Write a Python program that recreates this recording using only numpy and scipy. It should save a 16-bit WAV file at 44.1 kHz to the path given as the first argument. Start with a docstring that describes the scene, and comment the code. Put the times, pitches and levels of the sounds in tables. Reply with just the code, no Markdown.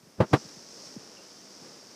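"""A bath bomb fizzes in a tub of water, heard from one microphone above the tub.
Thousands of tiny bubbles burst at the surface, over the soft churning of rising gas.
Early on something bumps twice, dull and close by; a few low plops and one small drip sound.
Tub and tiles add a short ring, and the microphone's faint hiss lies underneath."""
import sys
import numpy as np
from scipy import signal
from scipy.io import wavfile

SR = 44100
rng = np.random.default_rng(int(sys.argv[2]) if len(sys.argv) > 2 else 0)


def master_out(mix):
    """Clip the mix to full scale and print it as 16-bit PCM to the path in sys.argv[1]."""
    frames = np.transpose(np.atleast_2d(mix))
    ceiling = np.clip(frames, -1, 1)
    pcm = np.round(ceiling * 32767).astype(np.int16)
    wavfile.write(sys.argv[1], SR, pcm)


N = 85995


def fizz():
    """Tiny bubbles burst at the surface below the microphone, each a ping of a few cycles."""
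    # Each row: time in seconds, relative level of the bursting bubbles in dB.
    swell = [(0, -64.5), (.17, -63), (.27, -57), (.32, -51), (.385, -48), (.5, -50), (.64, -52.5),
             (.75, -49.5), (.86, -47.5), (.98, -53), (1.22, -53.5), (1.35, -53.5), (1.5, -52.5),
             (1.64, -51.5), (1.8, -53.5), (1.95, -54)]
    # Each row: frequency in Hz, relative spectral level of a burst in dB.
    spectrum = [(1500, -51), (3400, -20), (4150, -13), (4800, -4), (5400, -1.5), (6200, -5.5), (7100, -14),
                (9000, -22), (12000, -33.5), (15000, -37)]
    bursts = colour(clicks(per_s=6500, spread_db=1), spectrum)
    return amp(0.5) * level(swell) * unit(room(bursts, wet_db=-8))


def churn():
    """Rising gas stirs the water in the tub into dense, dull gurgles."""
    # Each row: time in seconds, relative level of the churning in dB.
    swell = [(0, -63.5), (.16, -61.5), (.3, -55.5), (.42, -53.5), (.65, -56), (.86, -54), (1.05, -55.5),
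             (1.22, -55.5), (1.32, -56.5), (1.56, -56), (1.65, -53.5), (1.72, -55.5), (1.77, -55),
             (1.81, -57), (1.95, -55.5)]
    # Each row: frequency in Hz, relative spectral level of a gurgle in dB.
    spectrum = [(30, -32), (60, -12), (110, -9.5), (190, 1), (360, .5), (550, -1), (750, -6.5), (1200, -9),
                (2000, -12.5), (3500, -15.5), (8000, -26.5), (15000, -42)]
    gurgles = colour(clicks(per_s=3000, spread_db=0), spectrum)
    return amp(2) * level(swell) * gurgles


def bumps():
    """Close by, each bump brushes, thuds and scuffs; the bumped body rings briefly and is damped."""
    # Each row: contact time in seconds, thud gain in dB, thud width in seconds, ring gain in dB,
    # scuff gain in dB, scuff tilt in dB per octave, brush in dB against the scuff, scuff t60 in seconds.
    hits = [(.2017, -10.5, 0.0019, -18, -22, -0.86, -5, 0.13),
            (.3302, -10, .0019, -18.5, -17, 0.5, -18, 0.086)]
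    # Each row: a mode's frequency in Hz, its t60 in seconds before damping,
    # its relative level in dB at the first bump and at the second.
    modes = [(117.5, 0.069, -1.5, -1.5), (147, 0.099, -5, 0), (170, 0.061, 5.5, -8.5),
             (216, 0.3, -14.5, -13), (298.3, 0.053, -29, 7), (337.8, 0.136, -5.5, -14),
             (388, 0.087, -6.5, -4.5), (454.6, 0.12, -30, -14.5), (508.3, 0.066, -2, -11),
             (630, 0.12, -7, -13), (752, 0.039, -28, -4.5), (835, .08, -8.5, -11), (899, .08, -11, -12),
             (1171, 0.044, -15, -6)]
    # Each row: frequency in Hz, relative spectral level of the scuff in dB before the tilt.
    spectrum = [(30, -31), (70, -5), (130, -0.5), (450, 4.5), (590, -5.5), (800, -2.5), (1200, -3.5),
                (1600, -8), (2500, -16), (4000, -21.5), (7000, -33.5), (11000, -41), (15000, -51)]
    brush_s, scuff_rise_s, scuff_hold_s = 0.021, 0.0033, 0.0095
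    thud_centre_s, ring_rise_s, ring_hold_s = 0.0068, 0.0034, 0.0075
    damped_after_s, damp_s = 0.046, 0.011
    out = np.zeros(N)
    t = np.arange(SR // 4) / SR - brush_s  # zero at contact; the brush comes just before
    after = np.maximum(t, 0)
    damping = np.exp(-np.maximum(t - damped_after_s, 0) / damp_s)
    press = np.minimum(after / ring_rise_s, 1)
    ring_age = np.maximum(t - ring_hold_s, 0)
    scuff_age = np.maximum(t - scuff_hold_s, 0)
    brush_ramp = np.clip(1 + t / brush_s, 0, 1) * (t < scuff_rise_s)
    for k, (start, thud_db, width, ring_db, scuff_db, tilt_db, brush_db, scuff_t60) in enumerate(hits):
        u = (t - thud_centre_s) / width
        thud = (u ** 2 - 1) * np.exp(-u ** 2 / 2)  # one low shove of pressure
        ring = sum((-1) ** i * amp(dbs[k] - 60 * ring_age / t60) * np.sin(2 * np.pi * hz * after)
                   for i, (hz, t60, *dbs) in enumerate(modes))
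        contact = np.minimum(after / scuff_rise_s, 1) * amp(-60 * scuff_age / scuff_t60)
        grit = rng.standard_normal(len(t))
        scuff = contact * colour(grit, spectrum, tilt_db)
        brush = amp(brush_db) * brush_ramp * colour(grit, spectrum, tilt_db=-6.5)
        body = amp(ring_db) * press * ring + amp(scuff_db) * (scuff + brush)
        add(out, start - brush_s, amp(thud_db) * thud + damping * body)
    return room(out, wet_db=-41)


def plops_and_drip():
    """Low plops sag in pitch within a few cycles; the bubbles of a drip ring and rise."""
    # Each row: start in seconds, level in dB, starting pitch in Hz.
    plops = [(.03, -51, 206), (0.07, -49, 263), (0.312, -35, 290), (0.449, -41, 274), (0.57, -46, 235),
             (0.9634, -33, 315), (1.616, -47, 262), (1.643, -48, 290)]
    # Each row: start in seconds, level in dB, starting pitch in Hz, t60 in seconds.
    drip_bubbles = [(1.1708, -42.5, 2840, 0.021), (1.179, -58, 2680, 0.39)]
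    onset_s, plop_fade_s = 0.001, 0.015
    sag_oct_per_s, rise_hz_per_s = 76.5, 3700
    out = np.zeros(N)
    t = np.arange(SR // 8) / SR
    onset = np.minimum(t / onset_s, 1)
    for start, db, hz in plops:
        turns = np.cumsum(hz * 2 ** (-sag_oct_per_s * t)) / SR
        add(out, start, amp(db) * onset * np.exp(-(t / plop_fade_s) ** 2) * np.sin(2 * np.pi * turns))
    for start, db, hz, t60 in drip_bubbles:
        turns = np.cumsum(hz + rise_hz_per_s * t) / SR
        add(out, start, onset * amp(db - 60 * t / t60) * np.sin(2 * np.pi * turns))
    return room(out, wet_db=-36)


def room(x, wet_db, t60_s=0.9):
    """Tub and tiles reflect a sound as a short ring, arriving 2 ms behind it."""
    t = np.arange(SR // 2) / SR
    tail = rng.standard_normal(len(t)) * amp(-60 * t / t60_s) * (t > .002)
    return x + amp(wet_db) * signal.oaconvolve(x, tail / np.linalg.norm(tail))[:N]


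def hiss():
    """The microphone's own faint, steady noise."""
    # Each row: frequency in Hz, relative spectral level in dB.
    spectrum = [(100, 13.5), (3000, -10.5), (8000, 1.5), (15000, -6)]
    return amp(-67) * colour(rng.standard_normal(N), spectrum)


def clicks(per_s, spread_db):
    """Clicks at random times; a spread above zero makes a few of them larger."""
    size = amp(spread_db * np.minimum(rng.exponential(1, N), 5))
    return size * rng.choice([-1, 1], N) * (rng.random(N) < per_s / SR)


def colour(x, points, tilt_db=0, size=4096):
    """Causal filter through (Hz, dB) points, tilted per octave; the result has rms 1."""
    hz = abs(np.fft.fftfreq(size, 1 / SR)) + 1
    point_hz, point_db = np.transpose(points)
    db = np.interp(np.log(hz), np.log(point_hz), point_db) + tilt_db * np.log2(hz)
    minimum_phase = np.exp(np.conj(signal.hilbert(np.log(amp(db)))))
    taps = np.fft.ifft(minimum_phase).real[:size // 2]
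    return unit(signal.oaconvolve(x, taps)[:len(x)])


def level(points):
    """A gain curve through (seconds, dB) points."""
    return amp(np.interp(np.arange(N) / SR, *np.transpose(points)))


def amp(db):
    """Decibels to gain."""
    return 10 ** (np.asarray(db) / 20)


def unit(x):
    """Scales to rms 1."""
    return x / np.sqrt(np.mean(x ** 2) + 1e-20)


def add(mix, start_s, sound):
    """Mixes a sound in at a time."""
    part = mix[max(round(start_s * SR), 0):][:len(sound)]
    part += sound[:len(part)]


def scene():
    """Everything at one microphone above the tub."""
    return (fizz() + churn() + bumps() + plops_and_drip() + hiss())[None]


def record(dry):
    """The recorder's bass cut and band limit."""
    low_cut_hz, top_hz = 104.3, 15330
    bass_cut = signal.butter(2, low_cut_hz, "highpass", fs=SR, output="sos")
    band_limit = signal.firwin(801, top_hz, window=("kaiser", 9), fs=SR)
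    return signal.oaconvolve(signal.sosfilt(bass_cut, dry), band_limit[None], "same")


dry = scene()
out = record(dry)
master_out(out)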